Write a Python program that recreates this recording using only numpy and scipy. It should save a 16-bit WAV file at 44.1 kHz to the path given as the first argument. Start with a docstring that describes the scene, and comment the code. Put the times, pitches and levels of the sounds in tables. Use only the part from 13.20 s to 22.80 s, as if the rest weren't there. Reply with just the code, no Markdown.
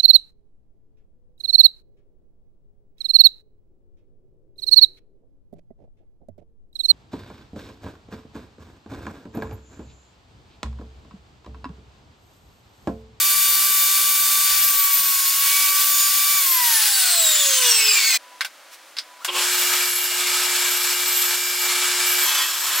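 """A table saw whines, sags as it trims a block, recovers, is switched off and coasts down: tones locked to
one motor speed, plus noise for the torn air. Abruptly a disc sander's place follows: wood clacks in the quiet
(noise through decaying wood modes), a switch snaps, the motor hums and a block is ground (scratch noise,
partly repeating each turn, through housing modes), heard from closer by for the last half second.
A soft shop rush lies under it all."""
import sys
import numpy as np
from scipy import signal
from scipy.fft import rfft, irfft
from scipy.io import wavfile

SR = 44100
rng = np.random.default_rng(int(sys.argv[2]) if len(sys.argv) > 2 else 0)


def materialize(psi):
    """Save the field psi as 16-bit PCM at rate SR to the path in sys.argv[1].

    A 1-D psi becomes a single channel; in a 2-D psi each row is a channel.
    """
    bounded = np.clip(np.atleast_2d(psi).T, -1, 1)
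    quanta = np.round(bounded * 32767).astype(np.int16)
    wavfile.write(sys.argv[1], SR, quanta)


N = 423360
TIME = np.arange(N) / SR
FREQS = np.maximum(np.arange(N // 2 + 1) * SR / N, 1)

SAW_END_S, SANDER_ON_S, CLOSE_S = 4.972, 6.08, 9.05
FAN_HZ = 1160  # saw motor's cooling-fan pitch at full speed
DISC_HZ = 145.8  # sander turns per s outside the swells

# stereo width against pitch: pitch_hz, side_minus_mid_db
STEREO_WIDTH = [(100, -59), (500, -42), (1300, -56), (2800, -17.5), (5600, -7.5), (10000, -5), (14000, -2)]


def from_db(db):
    """Decibels to gain."""
    return 10 ** (np.asarray(db) / 20)


def rms_one(x):
    """Scale so that the mean of the channels has rms 1."""
    mid = np.atleast_2d(x).mean(axis=0)
    return x / np.sqrt(np.mean(mid ** 2) + 1e-20)


def in_time(rows):
    """Interpolate each column against the first, time in s, at every sample."""
    time_s, *columns = np.transpose(rows)
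    return [np.interp(TIME, time_s, column) for column in columns]


def gain_at(points, hz=FREQS):
    """Gain of a dB spectrum, interpolated on a log-frequency axis."""
    point_hz, point_db = np.array(points).T
    return from_db(np.interp(np.log(hz), np.log(point_hz), point_db))


def fade_in(at_s, length_s):
    """Smooth step from 0 to 1, centred on at_s."""
    return .5 + .5 * np.tanh((TIME - at_s) / length_s)


def held(start_s, end_s, ease_s):
    """Gate that eases open, holds and eases shut."""
    return fade_in(start_s, ease_s) - fade_in(end_s, ease_s)


def lifts(rows, ease_s):
    """Level changes in dB from (start, end, dB, ..) events, one curve per dB column."""
    return sum(np.outer(dbs, held(start_s, end_s, ease_s)) for start_s, end_s, *dbs in rows)


def bursts(rows, ease_s):
    """Gain of (start, end, dB) events, silent in between."""
    return sum(from_db(db) * held(start_s, end_s, ease_s) for start_s, end_s, db in rows)


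def bells(rows):
    """Gain of bell-shaped (centre, dB, half length) events."""
    gain = 0
    for centre_s, db, half_s in rows:
        spread = np.minimum(((TIME - centre_s) / half_s) ** 2, 100)
        gain = gain + from_db(db) * np.exp(-.5 * spread)
    return gain


def drift(rate_hz):
    """Slow random curve of rms 1: low-passed noise made at SR / 20."""
    pole = np.exp(-40 * np.pi * rate_hz / SR)
    noise = rng.standard_normal(N // 20 + 2002)
    slow = signal.lfilter([1], [1, -2 * pole, pole * pole], noise)[2000:]
    return np.interp(np.arange(N) / 20, np.arange(len(slow)), rms_one(slow))


def phase_of(hz):
    """Running angle in radians of a pitch curve."""
    return 2 * np.pi * np.cumsum(hz) / SR


def resonances(modes, at_hz=FREQS):
    """Joint gain of (Hz, width Hz, dB) resonances, summed in power."""
    power = 0
    for hz, width_hz, db in modes:
        detuning = (at_hz ** 2 - hz ** 2) / (at_hz * width_hz)
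        power = power + from_db(db) ** 2 / (1 + detuning ** 2)
    return np.sqrt(power)


def below(hz, order=4):
    """Power-complementary low-pass gain."""
    return 1 / np.sqrt(1 + (FREQS / hz) ** (2 * order))


def above(hz, order=4):
    """The matching high-pass gain."""
    return np.sqrt(1 - below(hz, order=order) ** 2)


def stereo_noise(colour, source=None):
    """Coloured noise of mid rms 1; the side follows the width table."""
    noise = rng.standard_normal((2, N)) if source is None else source
    mid, side = rfft(noise) * colour
    side = side * gain_at(STEREO_WIDTH)
    return rms_one(irfft(np.array([mid + side, mid - side]), N))


def tone(angle, hz):
    """Sine of mid rms 1; a quadrature side part puts the channels out of step, by pitch."""
    angle = np.mod(angle + rng.uniform(0, 2 * np.pi), 2 * np.pi).astype(np.float32)
    mid = np.sin(angle)
    side = np.cos(angle) * gain_at(STEREO_WIDTH, hz) * rng.choice([-1, 1])
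    return np.sqrt(2) * np.array([mid + side, mid - side])


def rough_tone(angle, hz, width_hz):
    """Tone whose height and phase flutter at random."""
    flutter = (drift(width_hz) + 1j * drift(width_hz)) / np.sqrt(2)
    return np.abs(flutter) * tone(angle + np.angle(flutter), hz)


def reflections(strength, longest_s, count=14):
    """Comb gain of echoes from nearby boards; long waves bend round them."""
    echoes = np.zeros(N)
    delays = (rng.uniform(.1, 1, count) * longest_s * SR).astype(int)
    echoes[delays] = strength * rng.choice([-1, 1], count)
    return np.abs(1 + rfft(echoes) * above(570, order=1))


def shop():
    """Steady soft noise, and a faint whine that comes and goes."""
    # pitch_hz, level_db
    shop_spectrum = [(30, -30), (110, -35), (200, -25.5), (330, -11), (420, -16.5), (540, -5), (800, -7),
                     (1000, -6.5), (1400, -5), (4000, -11), (9000, -17.5), (15600, -24.5)]
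    # centre_s, level_db, half_length_s
    shop_whine = [(5.1, -52, .07), (5.55, -63, 0.079), (5.97, -54, .07)]
    rush = from_db(-48) * stereo_noise(gain_at(shop_spectrum))
    whine = bells(shop_whine) * from_db(3.4 * drift(7.1)) * tone(2 * np.pi * 990 * TIME, 990)
    return rush + whine


def handling():
    """Knocks ring the wooden modes nearest their contact pitch; a hand brushes by, the switch creaks."""
    # wood pieces and switch: start_s, level_db, t60_s, contact_pitch_hz, snap_rel_db
    knocks = [(5.2077, -15, 0.087, 2440, -11), (5.2468, -23.5, 0.089, 2600, -4.5),
              (5.767, -30, 0.16, 3500, -12), (5.785, -20.5, 0.088, 4800, -23),
              (6.0463, -27, 0.13, 2200, 6.5)]
    # pitch_hz, width_hz, level_db
    knock_modes = [(1120, 160, -1), (1530, 110, 6), (2160, 190, -1.5), (2700, 310, -8), (3375, 220, -4.5),
                   (3800, 200, -2), (4300, 250, -4), (4780, 230, -1), (5240, 300, -3), (8640, 560, -13)]
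    # sleeve and hand: centre_s, level_db, half_length_s
    brushes = [(5.538, -42.5, 0.016), (5.69, -55, .03), (6.03, -48, 0.017)]
    # time_s, pitch_hz, level_db
    switch_creak = [(5.98, 905, -70), (6.005, 1000, -49), (6.025, 1380, -41), (6.045, 1420, -47),
                    (6.06, 1420, -80)]

    body = resonances(knock_modes) * above(800)
    snap = stereo_noise(above(770) * below(10700, order=3))
    out = bells(brushes) * stereo_noise(above(880) * below(4000, order=1))
    for start_s, db, t60_s, pitch_hz, snap_db in knocks:
        age_s = np.maximum(TIME - start_s, 0)
        decay = from_db(db - 60 * np.minimum(age_s / t60_s, 2))
        attack = 1 - np.exp(-age_s / 0.0003)
        contact = resonances([(pitch_hz, .9 * pitch_hz, 0)])
        out += decay * attack * (stereo_noise(body * contact) + from_db(snap_db) * snap)

    creak_hz, creak_db = in_time(switch_creak)
    creak = tone(phase_of(creak_hz) + .8 * drift(120), 1400)
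    out += from_db(creak_db + 2.5 * drift(90)) * fade_in(5.98, .005) * creak
    # small things radiate no bass
    return signal.sosfilt(signal.butter(4, 420, "high", fs=SR, output="sos"), out)


def saw_speed():
    """Fan pitch: steady, sagging in the cut, recovering, then coasting against air drag and friction."""
    cut_from_s, cut_to_s, off_s = 1.47, 2.07, 3.165
    sag_hz_per_s, recover_s = 105, .27
    drag_per_s, friction_hz = .645, 20
    sag_hz = sag_hz_per_s * np.clip(TIME - cut_from_s, 0, cut_to_s - cut_from_s)
    driven_hz = FAN_HZ - sag_hz * np.exp(-np.maximum(TIME - cut_to_s, 0) / recover_s)
    coast = np.exp(-drag_per_s * np.maximum(TIME - off_s, 0))
    return (driven_hz + friction_hz) * coast - friction_hz


def saw_fan(fan_hz, slowed_oct):
    """Fan tone and octave swell as they glide through the cabinet's standing waves, fading with speed."""
    # standing waves: pitch_hz, width_hz, level_db
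    cabinet_modes = [(424, 12, 1), (490, 23, 3), (548, 22, 1.5), (666, 35, 3), (984, 65, 7),
                     (1146, 27.4, 2), (1474, 45, 11), (1780, 48, 10), (1950, 90, 9), (2277, 27, 6.5),
                     (2320, 9, 0.5)]
    # octave swells or dips: start_s, end_s, change_db
    octave_lifts = [(1.47, 1.9, -3), (2.25, 2.52, 4), (2.62, 2.95, -1.5), (3.0, 3.22, 6.5), (3.52, 3.64, 4)]
    # levels before the cabinet's gain
    fan_db, octave_db, fade_db_per_octave = -34, -39, 3.5
    octave_db = octave_db + lifts(octave_lifts, ease_s=0.052)
    angle, out = phase_of(fan_hz), 0
    for order, db in ((1, fan_db), (2, octave_db)):
        level = from_db(db - fade_db_per_octave * slowed_oct + 1.0 * drift(11.6))
        cabinet = resonances(cabinet_modes, order * fan_hz)
        out = out + level * cabinet * tone(order * angle, order * FAN_HZ)
    return out


def saw_whine(fan_hz, slowed_oct):
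    """Shaft, teeth and drive tones follow the motor speed; the blade set singing keeps its own pitch."""
    # blade and drive at full speed: pitch_hz, rel_level_db
    drive_tones = [(920, -55), (1518, -43), (2900, -40.5), (3601, -32.5), (4560, -34), (4640, -38.5),
                   (5039, -43), (6476, -35), (6718, -38.5), (7677, -35), (8637, -34.5), (9356, -39),
                   (9835, -36.5), (10557, -42), (10837, -41), (11036, -47), (11994, -47), (13194, -28),
                   (13674, -42), (13916, -35)]
    # blade set singing by the offcut: pitch_hz, rel_level_db
    blade_tones = [(5017, -35.5), (6476, -43), (6928, -33.5), (9033, -35)]
    # whistle swells or dips: start_s, end_s, change_db
    whistle_bites = [(1.35, 1.88, 5), (1.95, 2.5, -2), (3.2, 3.65, 3)]
    # wood damps the blade's tones: start_s, end_s, change_db
    damping = [(1.43, 2.5, -7.5), (2.5, 5, -3)]
    # offcut touches the blade: start_s, end_s, rel_level_db
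    grazes = [(1.95, 2.13, -1.5), (2.13, 2.72, -16), (2.73, 2.88, 5.5), (2.88, 3.25, -2.5)]
    shaft_hz, shaft_db, growl_db = 237, -68, -68
    whistle_hz, whistle_db, whistle_fade_db_per_octave = 14397, -27, 4.5  # teeth at full speed
    drive_db, drive_fade_db_per_octave = -1, 33

    turn = phase_of(fan_hz / FAN_HZ)
    out = from_db(shaft_db) * (1 - fade_in(3.3, .15)) * tone(shaft_hz * turn, shaft_hz)
    # arbor under load
    growl = sum(tone(order * shaft_hz * turn, shaft_hz) for order in (3 / 2, 2))
    out += from_db(growl_db) * held(1.66, 2.75, .1) * growl

    whistle_db = whistle_db + lifts(whistle_bites, ease_s=0.035) - whistle_fade_db_per_octave * slowed_oct
    whistle = tone(whistle_hz * turn + .5 * drift(40), whistle_hz)
    whistle = from_db(whistle_db + 2.4 * drift(21)) * whistle
    # the narrow beam falls more on the left
    out += whistle * from_db(1.6 * np.array([[1], [-1]]))

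    drive_db = drive_db + lifts(damping, ease_s=0.08) - drive_fade_db_per_octave * slowed_oct
    drive = sum(from_db(db + 1.6 * drift(5.5)) * tone(hz * turn, hz) for hz, db in drive_tones)
    singing = sum(from_db(db + 2.5 * drift(9.1)) * tone(2 * np.pi * hz * TIME + 0.39 * drift(17), hz)
                  for hz, db in blade_tones)
    return out + from_db(drive_db) * drive + bursts(grazes, ease_s=0.043) * singing


def saw_rush(fan_hz, slowed_oct):
    """Air torn by the teeth throbs with the blade; slowing, its low part grows louder, its treble fainter."""
    # air and chips: pitch_hz, level_db
    rush_spectrum = [(30, -36.5), (150, -36.5), (260, -37.5), (390, -37), (560, -32), (750, -23),
                     (1050, -12), (1320, -12), (1600, -7), (2100, -8), (2850, -5.5), (4500, -4),
                     (11500, -12), (15600, -12)]
    # chips fly, drive shakes, or wood muffles: start_s, end_s, body_change_db, treble_change_db
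    surges = [(1.25, 1.44, 2.5, -0.5), (1.45, 2.14, -0.5, -0.5), (2.23, 2.5, 3, 2), (2.56, 2.64, 3, 1),
              (2.78, 3.2, 1, 0), (3.43, 3.7, 3, 3), (3.78, 3.94, 2.5, 2.5), (4.02, 4.13, 0.5, 3),
              (4.25, 4.6, 1.5, 0.5)]
    # full-speed levels and changes per octave of slowing
    full_body_db, body_rise_db_per_octave, flutter_db_per_octave = -26.5, 2.5, 1
    full_treble_db, dulling_db_per_octave = -20, 5

    body_db, treble_db = lifts(surges, ease_s=0.021)
    body_rise_db = slowed_oct * (body_rise_db_per_octave + flutter_db_per_octave * drift(21))
    body_db = body_db + full_body_db + body_rise_db
    treble_db = treble_db + full_treble_db - slowed_oct * dulling_db_per_octave
    colour = gain_at(rush_spectrum) * reflections(strength=0.17, longest_s=.014)
    blade_turn = phase_of(fan_hz / 14.5)
    throb = 1 + 0.044 * np.sin(blade_turn) + .06 * np.sin(3 * blade_turn) + 0.066 * drift(60)
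    body = from_db(body_db) * stereo_noise(colour * below(7600))
    treble = from_db(treble_db) * stereo_noise(colour * above(7960))
    return throb * (body + treble)


def saw_coasting(fan_hz):
    """The unloaded drive rattles in rough falling tones, lifted by the blade's modes, and the blade rings."""
    # drive rattle: multiple_of_fan_pitch, rel_level_db, swell_in_s, width_hz
    coast_orders = [(2.99, -47, 3.8, 22), (5.02, -43, 3.37, 15), (5.77, -34.5, 3.55, 14),
                    (5.94, -31, 3.9, 13), (6.28, -37, 3.7, 38), (6.98, -32.5, 4.4, 17),
                    (9.13, -40, 4.5, 20), (11.5, -36, 4.0, 40), (11.8, -35.5, 3.9, 30),
                    (11.98, -31.5, 3.68, 36), (12.7, -37, 4.9, 46), (14.1, -43, 3.95, 28),
                    (17.96, -32, 4.04, 30), (24, -39, 4.3, 70), (30.5, -44, 4.4, 120)]
    # ringing steel: pitch_hz, width_hz, level_db
    blade_modes = [(2650, 4300, -10.5), (4400, 360, 2), (7720, 270, 11.5), (14800, 300, 7.5)]
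    sweep_gain, ring_from_s, ring_db = 0.54, 3.62, -24.5
    angle, out = phase_of(fan_hz), 0
    for order, db, from_s, width_hz in coast_orders:
        swell = from_db(db + 3.7 * drift(4.6)) * fade_in(from_s, 0.11)
        lift = 1 + sweep_gain * resonances(blade_modes, order * fan_hz)
        out = out + swell * lift * rough_tone(order * angle, order * FAN_HZ * 0.43, width_hz)
    ring = from_db(ring_db + 0.71 * drift(6)) * fade_in(ring_from_s, 0.1)
    return out + ring * stereo_noise(resonances(blade_modes) * above(1100))


def table_saw():
    """Fan, whine, rush and coasting rattle share one motor speed, until the place changes."""
    fan_hz = np.maximum(saw_speed(), 100)
    slowed_oct = np.log2(FAN_HZ / fan_hz)  # octaves below full speed
    sound = saw_fan(fan_hz, slowed_oct) + saw_whine(fan_hz, slowed_oct)
    sound = sound + saw_rush(fan_hz, slowed_oct) + saw_coasting(fan_hz)
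    return sound * (1 - fade_in(SAW_END_S, 0.0039))


def grit(bite, disc_turn):
    """Scratches: part fresh noise, part the same evenly spread grains coming round on every turn."""
    count = round(SR / DISC_HZ / 2)
    track = irfft(np.exp(2j * np.pi * rng.random((2, count))))
    place = (disc_turn / (2 * np.pi) % 1 * track.shape[1]).astype(int)
    repeat_share = np.clip(bite, 0, 1)
    repeating = track[:, place] / track.std()
    fresh = rng.standard_normal((2, N))
    return np.sqrt(repeat_share) * repeating + np.sqrt(1 - repeat_share) * fresh


def squeaks():
    """High wood notes come and go and bend as the contact shifts."""
    # pitch_hz, width_hz, rel_level_db
    squeak_modes = [(11320, 160, -1), (11930, 150, 1.5), (12300, 140, -6), (12900, 140, -3),
                    (13000, 160, -1), (13500, 140, -5), (13800, 140, -1), (14240, 140, -15),
                    (14700, 220, -1)]
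    notes = 0
    for hz, width_hz, db in squeak_modes:
        angle = phase_of(hz * (1 + .007 * drift(2)))
        notes = notes + from_db(db + 4 * drift(3.5)) * rough_tone(angle, hz, width_hz)
    return rms_one(notes)


def sanding(disc_turn, swell_db, swell_hiss_db, judder, close):
    """Grit scratches the wood, shakes the housing and squeaks; the table rings when heard close by."""
    # grinding: pitch_hz, level_db
    sander_spectrum = [(30, -40), (250, -27), (400, -27.5), (500, -13.5), (700, -11), (880, -9.5),
                       (1300, -3.5), (1950, -4.5), (3000, -3), (5900, -6), (7900, -1.5), (8900, -7),
                       (12000, -7.5), (15600, -15)]
    # housing: pitch_hz, width_hz, level_db
    sander_modes = [(887, 44, 5), (1260, 44, 3), (1630, 150, 0.5), (2340, 130, 0), (3300, 50, -7),
                    (3520, 29, -8), (4330, 37, -5), (5400, 180, -2), (7630, 100, -7), (7900, 60, -16)]
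    # table from close by: pitch_hz, width_hz, level_db
    close_modes = [(1070, 96, 3), (1250, 150, -1), (1660, 200, 0), (3250, 330, -4), (4230, 80, 0),
                   (5400, 110, 2), (7170, 200, 1)]
    # wood on grit: start_s, end_s, level_db
    squeak_events = [(6.32, 6.42, -26.5), (6.42, 6.88, -28), (6.88, 7.5, -34), (7.5, 8.48, -30.5),
                     (8.86, 9.06, -28), (9.06, 9.55, -32.5), (9.56, 9.7, -27)]
    machine_db, hiss_db = -32, -26.5  # outside the swells
    bite = 0.1 + 0.14 * judder  # share of scratches repeating each turn

    colour = gain_at(sander_spectrum) * (1 + 1.0 * resonances(sander_modes))
    colour = colour * reflections(strength=0.11, longest_s=.012)
    machine_level = from_db(machine_db + swell_db - 0.86 * close + 0.34 * drift(3.9))
    machine = machine_level * stereo_noise(colour * below(4130, order=6), grit(bite, disc_turn))
    hiss_level = from_db(hiss_db + swell_hiss_db - 1.2 * close)
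    hiss = hiss_level * stereo_noise(colour * above(3470, order=6), grit(1.5 * bite, disc_turn))
    squeak = bursts(squeak_events, ease_s=.015) * squeaks()
    table = from_db(-32) * close * stereo_noise(resonances(close_modes) * above(800))
    # the disc wobbles once a turn, the belt joint passes more slowly
    wobble = 0.095 * np.sin(disc_turn)
    joint = 0.056 * np.sin(2 * np.pi * 31.7 * TIME)
    throb = 1 + wobble + joint + 0.077 * drift(40)
    return throb * (machine + hiss + squeak + table)


def disc_tones(orders, disc_turn, waver_db):
    """Whines locked to the turning disc, wavering at random."""
    return sum(from_db(db + waver_db * drift(9)) * tone(order * disc_turn + 0.35 * drift(25), order * DISC_HZ)
               for order, db in orders)


def sander():
    """Motor hums, disc and bearings sing, the block is ground; from close by the motor is fainter."""
    # louder between dips, as when an arm passes in front: start_s, end_s, machine_change_db, hiss_change_db
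    swells = [(6.1, 6.68, 5.5, 4), (6.97, 7.57, 5, 3), (7.62, 7.75, 4.5, 3.5), (7.77, 8.17, 3, 2.5),
              (8.42, 9.26, 5.5, 3.5), (9.46, 9.7, 5, 2)]
    # block judders on the table: start_s, end_s, rel_level_db
    judders = [(9.05, 9.27, 0.5), (9.27, 9.7, -10.5)]
    # multiple_of_disc_speed, rel_level_db
    disc_whine = [(11, -45.5), (16, -37.5), (20, -42.5), (22, -42.5)]
    # judder: multiple_of_disc_speed, rel_level_db
    chatter_orders = [(7, -43), (11, -42), (13, -36.5), (15, -41), (18, -36), (21, -36), (22, -36),
                      (23, -32), (24, -38), (33, -39), (42, -36)]
    # pitch_hz, rel_level_db
    bearing_tones = [(2137, -44), (2294, -42.5), (2842, -37.5), (3558, -45.5), (4980, -39), (6971, -42),
                     (7687, -41)]
    # frame as the motor starts: centre_s, level_db, half_length_s
    shudders = [(6.091, -23, 0.012), (6.18, -25, 0.037)]
    # pitch_hz, width_hz, level_db
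    frame_modes = [(250, 42, -31), (515, 68, -1.5), (865, 78, -5), (1064, 92, 7), (2560, 330, 1),
                   (2880, 270, 4), (3220, 220, 5)]
    disc_sag_hz_per_db, chatter_width_hz = .13, 13  # the disc turns a little slower in the swells
    whine_start_db, whine_rise_db_per_s = -3.5, 2
    hum_hz, hum_db, hum_swell_share = 360.6, -44, 0.73  # level outside the swells

    swell_db, swell_hiss_db = lifts(swells, ease_s=.035)
    close, judder = fade_in(CLOSE_S, 0.0046), bursts(judders, ease_s=0.023)
    disc_turn = phase_of(DISC_HZ - disc_sag_hz_per_db * swell_db)

    whine_db = whine_start_db + whine_rise_db_per_s * (TIME - SANDER_ON_S) - 19 * close
    whine = from_db(whine_db) * disc_tones(disc_whine, disc_turn, waver_db=2.0)
    chatter = judder * sum(from_db(db) * rough_tone(order * disc_turn, order * DISC_HZ, chatter_width_hz)
                           for order, db in chatter_orders)
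    bearings = 0
    for hz, db in bearing_tones:
        level = from_db(db - 12 * close + 3.2 * drift(6.3))
        bearings = bearings + level * tone(2 * np.pi * hz * TIME + 0.3 * drift(16.0), hz)
    hum_level = from_db(hum_db + hum_swell_share * swell_db - 10.7 * close)
    hum = hum_level * tone(2 * np.pi * hum_hz * TIME, hum_hz)
    unbalance = from_db(-77.5) * tone(disc_turn, DISC_HZ)
    shudder = bells(shudders) * stereo_noise(resonances(frame_modes) * above(200) * below(5200))

    ground = sanding(disc_turn, swell_db, swell_hiss_db, judder, close)
    turning = ground + whine + chatter + bearings + unbalance
    spin_up = fade_in(6.15, 0.054)
    return (turning * spin_up + shudder + hum) * fade_in(SANDER_ON_S, 0.005)


def scene():
    """Handling and both machines over the shop."""
    return shop() + handling() + table_saw() + sander()


def record(dry):
    """The left microphone is a little brighter than the right; the top is cut steeply."""
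    treble = signal.sosfilt(signal.butter(1, 9000, "high", fs=SR, output="sos"), dry)
    heard = dry + 0.025 * treble * np.array([[1], [-1]])
    cutoff_hz = 15800
    return signal.sosfilt(signal.ellip(12, .2, 80, cutoff_hz, fs=SR, output="sos"), heard)


dry = scene()
out = record(dry)
materialize(out)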